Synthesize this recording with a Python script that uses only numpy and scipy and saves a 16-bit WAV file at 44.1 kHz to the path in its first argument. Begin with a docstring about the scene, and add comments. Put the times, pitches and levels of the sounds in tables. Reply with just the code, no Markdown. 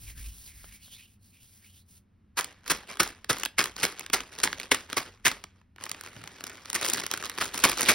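"""First two palms rub together close to a stereo microphone: hissing noise, ringing in the hollow between the hands.
Then they pat a row of plastic candy packets on a soft mat. Each pat is a burst of tiny clicks ringing the film,
and the sweets inside clack as short fading tones. Between pats the film crinkles and snaps with more such clicks.
At the end two packets are picked up and shaken. Soft knocks, puffs of air, a short room tail and
a quiet room tone, all made from shaped noise, surround the hands."""
import sys
import numpy as np
from scipy import signal
from scipy.fft import rfft, irfft, next_fast_len
from scipy.io import wavfile

SR = 44100
rng = np.random.default_rng(int(sys.argv[2]) if len(sys.argv) > 2 else 0)


def materialize(psi):
    """Save the field psi as 16-bit PCM at rate SR to the path in sys.argv[1].

    A 1-D psi becomes a single channel; in a 2-D psi each row is a channel.
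    """
    bounded = np.clip(np.atleast_2d(psi).T, -1, 1)
    quanta = np.round(bounded * 32767).astype(np.int16)
    wavfile.write(sys.argv[1], SR, quanta)


N = 350154  # length in samples

# pats and shakes of a packet: start_s, crush_length_s, level_db, brightness_db (above 8 kHz against below 2 kHz,
# fading after the crush), body_db (lift below 450 Hz), pouch_ring_hz, second_ring_hz
PATS = [(2.372, 0.027, -25, 2, -6, 1280, 850), (2.699, 0.018, -20, 8.5, -1.5, 1450, 300),
        (2.998, 0.01, -15, 2.5, 0.5, 1390, 880), (3.295, 0.014, -19.5, 3.5, 3, 1290, 420),
        (3.583, 0.014, -18, 1.5, -3.5, 1603, 400), (3.831, 0.012, -20, 7.5, 1.5, 1319, 430),
        (4.132, 0.012, -18.5, 7.5, -3, 1260, 370), (4.434, 0.0095, -17.5, 11.5, 1.5, 1299, 330),
        (4.714, 0.01, -15, 3, -0.5, 1906, 390), (4.968, 0.013, -22, 2, 0.5, 1241, 410),
        (5.251, 0.021, -17.5, 4, -3, 2032, 270), (6.749, 0.0094, -23, 12, -2, 2038, 350),
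        (7.41, 0.012, -23.5, -1, -7.5, 1330, 400), (7.638, 0.014, -12, 7, 0, 1050, 2318),
        (7.885, 0.019, -14, 2, -2, 2330, 245)]
# tone of a pat: pitch_hz, relative_level_db (per Hz)
PAT_COLOUR = [(100, -8), (200, -2), (350, -2.5), (500, -2.5), (680, -9.5), (950, -2), (1400, -0.5),
              (2100, 0), (3000, -8), (6000, -7.5), (10000, -13), (16000, -21)]


def pats(patchy_db, pouch_db, pouch_octaves, second_db):
    """The packet gives way in a clustered burst of folds, coloured by two rings of the pouch."""
    at, sizes = grains(per_s=4500, spread_db=3.0)
    sizes = sizes * rms_one(from_db(2 * drift(150)))[at]
    power = np.zeros(len(at)) + 1e-18
    tint = np.zeros((len(at), len(FACETS_HZ)))
    for start, length, level_db, bright_db, body_db, pouch_hz, second_hz in PATS:
        age = at / SR - start
        before, after = np.minimum(age, 0), np.maximum(age - length, 0)
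        # the fingers brush the film an instant before they land
        landing = np.maximum(np.exp(before / 0.0013), from_db(-17) * np.exp(before / .004))
        crush = np.maximum(np.exp(-after / 0.0053), from_db(-7.5) * np.exp(-after / .017))
        # the crush is strongest halfway through
        swell_db = 3.0 * (np.sin(np.pi * np.clip(age / length, 0, 1)) - .6)
        burst = (from_db(level_db + swell_db) * landing * crush) ** 2
        # however the folds cluster, the pat delivers the same energy
        burst *= np.sum(burst) * np.mean(sizes ** 2) / np.sum(burst * sizes ** 2)
        # each pouch has two hollow rings, and each spot on it favours facets of its own
        ring_db = 0
        for hz, db in ((pouch_hz, pouch_db), (second_hz, second_db)):
            ring_db = ring_db + db * np.exp(-(np.log2(FACETS_HZ / hz) / pouch_octaves) ** 2)
        spot_db = ring_db + patchy_db * rng.standard_normal(len(FACETS_HZ)) + body_db * BODY
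        treble_db = np.outer(bright_db * np.exp(-after / 0.015), TREBLE)
        power += burst
        tint += burst[:, None] * (spot_db + treble_db)
    live = power > 1e-9
    tint_db = (tint / power[:, None])[live]  # overlapping pats share the tint by their power
    strength = (sizes * np.sqrt(power))[live]
    return film(at[live], strength, tint_db, PAT_COLOUR, cycles=18.3, smear_s=.0003)


def sweets(count=6):
    """After each pat a few sweets clack together, each at a pitch of its own near the ring of the pouch."""
    tumble_s, clack_db, fall_db_per_s = .028, -4, 272  # spread of the waits; level against the pat; weakening
    out, t = np.zeros(N + SR), np.arange(SR // 50) / SR
    for start, length, level_db, _, _, pouch_hz, _ in PATS:
        for wait, pitch in rng.standard_normal((count, 2)):
            delay = abs(wait) * tumble_s
            hz = pouch_hz * 2 ** (pitch / 2)
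            at = int((start + length + delay) * SR)
            clack = np.sin(2 * np.pi * hz * t) * np.exp(-t * hz / 1.6)
            out[at:at + len(t)] += from_db(level_db + clack_db - fall_db_per_s * delay) * clack
    return out[:N]


# single creases snapping over: start_s, level_db (before gain_db), brightness_db (above 8 kHz against below 2 kHz)
SNAPS = [(2.4093, -25, 9), (2.4442, -28, 1), (2.6782, -29.5, 2), (2.971, -38, -5), (3.0319, -21, 18),
         (3.0758, -32.5, -1), (3.2444, -35, -3.5), (3.3297, -25, 2), (3.3678, -35, -12), (3.3986, -32, 6),
         (3.434, -21.5, -1), (3.4512, -24, 11), (3.4584, -23, -6), (3.6053, -20.5, -8), (3.6131, -21, -10),
         (3.6405, -22.5, 4), (3.657, -25.5, -2), (3.7647, -31.5, -4.5), (3.8515, -18.5, -2),
         (3.9947, -30.5, 6), (4.0631, -33.5, -1), (4.0999, -31.5, -14), (4.2047, -27.5, -10.5),
         (4.3873, -30.5, -2), (4.4013, -30, -1), (4.4746, -22, -28), (4.5295, -25.5, -13),
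         (4.5993, -28.5, -2.5), (4.7455, -21, -3.5), (4.8997, -33.5, -9), (4.9291, -23.5, -7.5),
         (5.2803, -16.5, 3), (5.3152, -23.5, -6.5), (5.4399, -33, -7), (5.6146, -57, -25),
         (5.7617, -48, -15.5), (5.7832, -43.5, -30.5), (5.8108, -39.5, -14.5), (5.8385, -29.5, -5),
         (5.8552, -38, 14), (5.8647, -33.5, -13.5), (5.8942, -31, 13.5), (5.9154, -25.5, 5),
         (5.9465, -39, -16), (6.0106, -35, 4), (6.0366, -38.5, -5), (6.062, -38, -8), (6.1645, -41, -16),
         (6.2391, -37.5, -7.5), (6.275, -35, -7), (6.4079, -38, -8), (6.4397, -30, -2), (6.4678, -33, 2),
         (6.4962, -38, 3), (6.6568, -36, -4), (6.7001, -26, 6), (6.7305, -25, 4), (6.7447, -26, 7),
         (6.813, -32, 19), (6.8472, -23, 7), (6.8527, -26, 7), (6.8634, -25, 7), (6.8856, -22.5, 13),
         (6.8993, -21, 15), (6.935, -17.5, 17), (6.945, -26, 3), (6.9746, -30.5, -2), (6.9989, -27, -2),
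         (7.0365, -31, -2), (7.0647, -24.5, 4), (7.1136, -22, 8), (7.1381, -22.5, 2), (7.175, -29.5, -2),
         (7.2259, -30, -6), (7.2972, -29, 6), (7.377, -31, -9), (7.385, -25, -8), (7.4434, -28.5, -3),
         (7.4556, -30.5, -6), (7.5437, -26.5, -2), (7.5786, -25, 5), (7.7163, -24, 1), (7.8091, -19, 6),
         (7.8172, -21.5, 6), (7.9168, -17, -6.5)]
# tone of a snap: pitch_hz, relative_level_db (per Hz)
SNAP_COLOUR = [(100, -6.5), (350, 1), (680, -6), (1200, 6), (2500, 1.5), (4000, 1), (7000, 3), (10000, -5),
               (16000, -7)]


def snaps(rows, gain_db, count=3):
    """A crease buckles in a few quick steps, each weaker than the one before."""
    s, level_db, bright_db = np.repeat(np.array(rows), count, axis=0).T
    step = np.arange(len(s)) % count
    late_s = step * 0.00087 * rng.uniform(.6, 1.5, len(s)) - .0002
    # the scale turns a level into the size of a single click
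    sizes = from_db(level_db + gain_db - 2.67 * step) * np.sqrt(0.0025 * SR / 2)
    at = ((s + late_s) * SR).astype(int)
    return film(at, sizes, np.outer(bright_db, TREBLE), SNAP_COLOUR, cycles=16, smear_s=.0003)


# tone of the rustle: pitch_hz, relative_level_db (per Hz)
RUSTLE_COLOUR = [(100, -6.5), (300, 3), (480, 2), (680, -4), (1100, 1.5), (2200, 1.5), (3200, -1.5),
                 (6000, -1), (10000, -8), (16000, -19)]


def rustle():
    """Countless small creases: fine when the film settles or slides, a coarse crackle when it is flexed."""
    fine_per_s, flex_per_s = 4000, 850  # creases per second
    level_db, fine = working()
    at, sizes = grains(per_s=flex_per_s * (fine_per_s / flex_per_s) ** fine, spread_db=4.0)
    # creases come in clumps, and the facets that answer keep changing
    sizes = sizes * from_db(level_db[at] + 1.5 * drift(60)[at])
    patches = rng.standard_normal((N // 1024 + 1, len(FACETS_HZ)))[at // 1024]
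    # gentle working, below -33 dB, sounds duller
    bright_db = rng.normal(0, 5.2, len(at)) + 0.41 * np.minimum(level_db[at] + 33, 0)
    tint_db = np.outer(bright_db, TREBLE) + 3.35 * patches
    return film(at, sizes, tint_db, RUSTLE_COLOUR, cycles=18.0, smear_s=.0003)


# fingers flex the film as they lift off, press or grip: start_s, length_s, rustle_level_db
FLEXES = [(2.665, 0.022, -44.5), (2.89, 0.026, -40.5), (3.365, 0.035, -39), (3.63, 0.027, -42),
          (3.79, 0.041, -38), (3.885, 0.034, -45), (3.985, 0.033, -43), (4.325, 0.028, -48),
          (4.385, 0.028, -42), (4.592, 0.034, -41.5), (4.9, 0.037, -46.5), (5.825, 0.05, -47),
          (6.05, 0.022, -47), (6.445, 0.082, -47), (6.82, .18, -32.5), (7.122, 0.016, -39.5),
          (7.21, 0.048, -38), (7.385, 0.074, -38.5), (7.545, 0.073, -37.5), (7.66, 0.045, -29.5),
          (7.78, 0.19, -29.5)]
# hands rest on the packets, then slide round them and hold them: start_s, length_s, rustle_level_db
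CONTACTS = [(2.397, 3.2, -69), (5.8, .88, -52.5), (6.695, 1.4, -49)]


def working():
    """How hard the film is worked (dB), and the share of it that is settling or sliding, not flexing."""
    rise_db_per_s, fall_db_per_s = 651, 266
    # crushed film settles after a pat; a stronger pat lifts this by only part of its extra strength
    settles = [(s, 0, -26.5 + .35 * level_db) for s, _, level_db, *_ in PATS]
    settling = swells(settles, rise_db_per_s=3994.5, fall_db_per_s=155)
    sliding = swells(CONTACTS, rise_db_per_s, fall_db_per_s)
    flexing = swells(FLEXES, rise_db_per_s, fall_db_per_s)
    power = settling ** 2 + sliding ** 2 + flexing ** 2
    return 10 * np.log10(power), 1 - flexing ** 2 / power


# ringing spots (facets) of the film, and how much each belongs to the treble and to the body of the sound
FACETS_HZ = np.geomspace(75, 15500, 42)
TREBLE = np.clip(np.log2(FACETS_HZ / 4000), -1, 1) / 2
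BODY = np.clip(np.log2(900 / FACETS_HZ), 0, 1)
# how differently a crease reaches the two sides: pitch_hz, side_minus_mid_db
CREASE_WIDTH = [(100, -24.5), (330, -22.5), (680, -1.5), (1050, -22), (1900, -28), (2900, -5),
                (5000, -13.5)]


def film(at, size, tint_db, colour, cycles, smear_s):
    """Clicks of energy size^2 ring the film's facets: short, broad resonances, struck anew by every click."""
    # every crease has a pitch of its own, set by the size of the facet that flips
    own_hz = rng.choice(FACETS_HZ[BODY == 0], (len(at), 1))
    own_db = 6 * np.exp(-(np.log2(FACETS_HZ / own_hz) / 0.18) ** 2)
    shares = from_db(at_hz(colour, FACETS_HZ) + tint_db + own_db) * np.sqrt(FACETS_HZ)
    chance = rng.standard_normal((len(at), 3, len(FACETS_HZ)))
    strengths = shares * chance[:, 0]
    scale = size / np.sqrt(np.sum(strengths ** 2, axis=1))
    sideways = shares * chance[:, 1] * from_db(at_hz(CREASE_WIDTH, FACETS_HZ))
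    # a fold runs across the film, so the facets start at slightly different moments
    late = (np.abs(chance[:, 2]) * smear_s * SR).astype(int)
    starts = np.clip(at[:, None] + late, 0, N - 1)
    out = np.zeros((2, N))
    for k, hz in enumerate(FACETS_HZ):
        left, right = [np.bincount(starts[:, k], scale * (strengths[:, k] + side * sideways[:, k]), N)
                       for side in (1, -1)]
        t60_s = min(cycles / hz + 0.00034, .05)  # time to fade by 60 dB
        r, w = from_db(-60 / (t60_s * SR)), 2 * np.pi * hz / SR
        b = np.sqrt((1 - r * r) / 2) * np.array([1, 0, -1])
        out += signal.lfilter(b, [1, -2 * r * np.cos(w), r * r], np.array([left, right]) + 1e-18)
    return out


def grains(per_s, spread_db):
    """Random click times and their uneven sizes, scaled to a mean power of 1."""
    per_s = np.broadcast_to(per_s, N)
    at = np.flatnonzero(rng.random(N) < per_s / SR)
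    sizes = rms_one(from_db(spread_db * np.minimum(rng.exponential(1, len(at)), 4)))
    return at, sizes * np.sqrt(SR / per_s[at])


# strokes of palm over palm: start_s, length_s, hiss_level_db, hollow_start_hz, hollow_end_hz, hollow_ring_db
STROKES = [(0, 0.067, -50, 3600, 3000, -18), (0.071, 0.043, -47, 2560, 1940, 12),
           (0.17, 0.048, -49.5, 1600, 1850, 6), (0.204, 0.098, -47.5, 2120, 2800, 4.5),
           (0.324, 0.18, -50.5, 3800, 4300, -23), (0.466, 0.019, -50, 4440, 2480, 13),
           (0.494, 0.019, -55.5, 2200, 2100, 19.5), (0.546, 0.15, -52.5, 1950, 1750, 9),
           (.725, 0.04, -51.5, 2200, 2310, 14), (0.806, 0.028, -60.5, 2300, 2850, 19),
           (0.834, 0.05, -53.5, 4300, 3200, 9), (0.919, 0.035, -49, 3130, 3730, 12),
           (0.97, 0.075, -57.5, 2340, 2880, 16.5), (1.068, 0.075, -65, 2790, 2700, 9),
           (1.23, 0.075, -62.5, 4400, 4400, 0), (1.328, 0.05, -64, 2420, 2450, 13),
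           (1.408, 0.051, -56, 2700, 3400, 3), (1.477, 0.12, -59, 2980, 1800, -6),
           (1.623, 0.081, -58.5, 1900, 3100, 11), (1.736, 0.068, -58.5, 2900, 3970, 8),
           (1.893, 0.085, -58, 3200, 3200, -21)]
# tone of dry skin: pitch_hz, relative_level_db (per Hz)
SKIN_COLOUR = [(100, 11.5), (500, -11), (1300, -8.5), (2300, -4.5), (4500, 0.5), (8000, 4), (16000, 3)]


def palms(size=128):
    """Dry skin hisses with each stroke; the hollow between the hands rings, glides and keeps opening and closing."""
    hiss = noise(SKIN_COLOUR) * from_db(1.5 * drift(95))
    t = np.arange(0, N, size) / SR  # one setting for each block of samples
    wander = 2 ** (.04 * drift(20)[::size])
    sealed = from_db(2.5 * (drift(13.6)[::size] + 0.5))
    r = np.exp(-np.pi * 400 / SR)  # the ring is 400 Hz wide
    power, hollow = 0, np.zeros((2, N))
    for start, length, level_db, from_hz, to_hz, ring_db in STROKES:
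        progress = np.clip((t - start) / length, 0, 1)
        # a stroke swells, is loudest halfway and fades
        edges_db = 513 * np.abs(t - start - progress * length)
        level = from_db(level_db + 2 * (np.sin(np.pi * progress) - .5) - edges_db)
        centre_hz = wander * from_hz * (to_hz / from_hz) ** progress
        cupped = level * sealed * from_db(ring_db)
        power, state = power + level ** 2, np.zeros((2, 2))
        for k in np.flatnonzero(level > 1e-6):
            block = slice(k * size, (k + 1) * size)
            a = [1, -2 * r * np.cos(2 * np.pi * centre_hz[k] / SR), r * r]
            b = (1 - r * r) / 2 * np.array([1, 0, -1])
            ringing, state = signal.lfilter(b, a, cupped[k] * hiss[:, block], zi=state)
            hollow[:, block] += ringing
    return hiss * np.interp(np.arange(N) / SR, t, np.sqrt(power)) + hollow


# hands knock lightly on each other or on a packet: start_s, level_db
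KNOCKS = [(.643, -43), (.88, -53), (7.039, -28)]
# tone of a knock: pitch_hz, relative_level_db (per Hz)
KNOCK_COLOUR = [(350, -4), (3500, -10), (16000, -36)]
# a hand bumps softly on the mat: start_s, level_db
BUMPS = [(6.168, -49), (7.04, -58)]
# tone of a bump: pitch_hz, relative_level_db (per Hz)
BUMP_COLOUR = [(50, -14), (110, 1.5), (200, -1), (700, -23), (5000, -56)]


def thuds(rows, colour, attack_s, decay_s):
    """Damped contacts of a hand, with no ring: noise that swells quickly and dies away."""
    s, level_db = np.transpose(rows)
    age = np.arange(N) / SR - s[:, None]
    shapes = np.exp(-np.maximum(age / decay_s, -age / attack_s))
    return (from_db(level_db) @ shapes) * noise(colour)


# rubbing hands waft air at the microphone: start_s, length_s, level_db
WAFTS = [(.03, 0.06, -41.5), (.165, 0.028, -39.5), (.27, 0.04, -42.5), (.56, 0.13, -51.5)]
# tone of moving air: pitch_hz, relative_level_db (per Hz)
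DRAUGHT_COLOUR = [(28, -21.5), (48, 7.5), (66, -6.5), (300, -32), (1500, -90)]


def draught():
    """Low puffs of air reach the microphone from the rubbing hands and from every pat."""
    rise_db_per_s = 354.5
    wafts = swells(WAFTS, rise_db_per_s, fall_db_per_s=200)
    pushed = [(s, length, level_db - 38) for s, length, level_db, *_ in PATS]  # 38 dB below the pat
    puffs = swells(pushed, rise_db_per_s, fall_db_per_s=68.5)
    return np.hypot(wafts, puffs) * noise(DRAUGHT_COLOUR)


def room(x, width):
    """A short diffuse tail whose treble dies first."""
    t = np.arange(SR // 2) / SR
    mid, side = rng.standard_normal((2, len(t)))
    white = mid + width * side * np.array([[1], [-1]])
    low = signal.sosfilt(signal.butter(2, 3500, fs=SR, output="sos"), white)
    high = signal.sosfilt(signal.butter(2, 3500, "high", fs=SR, output="sos"), white)
    # seconds to fade by 60 dB: 0.22 below 3500 Hz, 0.16 above
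    tail = low * np.exp(-np.log(1000) * t / 0.22) - from_db(-3.5) * high * np.exp(-np.log(1000) * t / 0.16)
    tail *= np.clip((t - .002) / 0.0066, 0, 1)  # silent for 2 ms, then fades in
    return signal.fftconvolve(x, tail / np.sqrt(np.sum(tail[0] ** 2)), axes=1)[:, :N]


# tone of the quiet room: pitch_hz, relative_level_db (per Hz)
ROOM_TONE = [(25, -12), (60, -3.5), (95, 4.5), (135, -14), (200, -4.5), (320, -20.5), (600, -31.5),
             (2000, -34), (5000, -47), (16000, -55.5)]


def room_tone():
    """The steady, mostly low noise of the room, at -61.5 dB."""
    return from_db(-61.5) * noise(ROOM_TONE)


# how differently all the shaped noise reaches the two sides: pitch_hz, side_minus_mid_db
AIR_WIDTH = [(60, -27.5), (200, -15.5), (450, -0.5), (1200, -1.5), (1950, -27), (2700, -17.5),
             (4500, -12.5), (6500, -40.5)]


def noise(colour):
    """Stereo noise of a given colour, wide in the middle range and more alike elsewhere; rms 1."""
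    size = next_fast_len(N)
    hz = np.arange(size // 2 + 1) * SR / size
    mid_db = at_hz(colour, hz)
    gains = from_db([mid_db, mid_db + at_hz(AIR_WIDTH, hz)])
    mid, side = irfft(rfft(rng.standard_normal((2, size))) * gains, size)[:, :N]
    return rms_one(mid + side * np.array([[1], [-1]]))


def swells(rows, rise_db_per_s, fall_db_per_s):
    """Summed loudness curve of (s, length s, dB) gestures: each rises, holds for its length and falls."""
    t, power = np.arange(0, N, 16) / SR, 1e-12
    for start, length, level_db in rows:
        rise_db = rise_db_per_s * np.maximum(start - t, 0)
        fall_db = fall_db_per_s * np.maximum(t - start - length, 0)
        power = power + from_db(level_db - rise_db - fall_db) ** 2
    return np.interp(np.arange(N) / SR, t, np.sqrt(power))


def drift(rate):
    """Slow random wandering with spread 1; a higher rate (Hz) wanders faster."""
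    r = np.exp(-80 * np.pi * rate / SR)  # worked out at every 40th sample
    slow = signal.lfilter([1], [1, -2 * r, r * r], rng.standard_normal(N // 40 + 2002))[2000:]
    return np.interp(np.arange(N) / 40, np.arange(len(slow)), rms_one(slow))


def at_hz(points, hz):
    """A spectrum read on a log-frequency axis."""
    points = np.array(points)
    return np.interp(np.log(hz + 1e-9), np.log(points[:, 0]), points[:, 1])


def from_db(db):
    """Decibels to a plain factor."""
    return 10 ** (np.asarray(db) / 20)


def rms_one(x):
    """Scale to an average strength (rms) of 1."""
    return x / np.sqrt(np.mean(x ** 2) + 1e-20)


def scene():
    """Packets and palms in a small room, over puffs of air and a low room tone."""
    packets = pats(patchy_db=1.5, pouch_db=8, pouch_octaves=0.21, second_db=5.5)
    packets = packets + sweets() + snaps(SNAPS, gain_db=0.55) + rustle()
    knocks = thuds(KNOCKS, KNOCK_COLOUR, attack_s=0.00053, decay_s=0.0034)
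    bumps = thuds(BUMPS, BUMP_COLOUR, attack_s=0.012, decay_s=0.099)
    close = packets + palms() + knocks + bumps
    return close + from_db(-18.0) * room(close, width=0.073) + draught() + room_tone()


# timing of the microphone pair: pitch_hz, left_lead_radians
PAIR_PHASE = [(2000, 0), (3100, .45), (5400, .15), (6700, 2.95), (8050, 3.3), (9600, 6.15), (11450, 6.5),
              (12600, 9.25), (14250, 9.5), (15500, 12.2)]
# balance of the microphone pair: pitch_hz, left_minus_right_db
PAIR_BALANCE = [(550, 0), (730, -3), (1000, 0), (2200, 0), (2800, -2), (4500, -2), (5200, 0)]


def record(dry):
    """The two sides of the microphone differ in phase and level; peaks are rounded and the top is cut."""
    headroom, cutoff_hz = .8, 15900
    size = next_fast_len(N + SR // 10)
    hz = np.arange(size // 2 + 1) * SR / size
    half = np.array([[.5], [-.5]])  # each side takes half of the difference
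    phase = np.exp(1j * half * np.interp(hz, *np.transpose(PAIR_PHASE)))
    pair = from_db(half * at_hz(PAIR_BALANCE, hz)) * phase
    heard = irfft(rfft(dry, size) * pair, size)[:, :N]
    rounded = headroom * np.tanh(heard / headroom)
    return signal.sosfilt(signal.ellip(10, .2, 80, cutoff_hz, fs=SR, output="sos"), rounded)


dry = scene()
out = record(dry)
materialize(out)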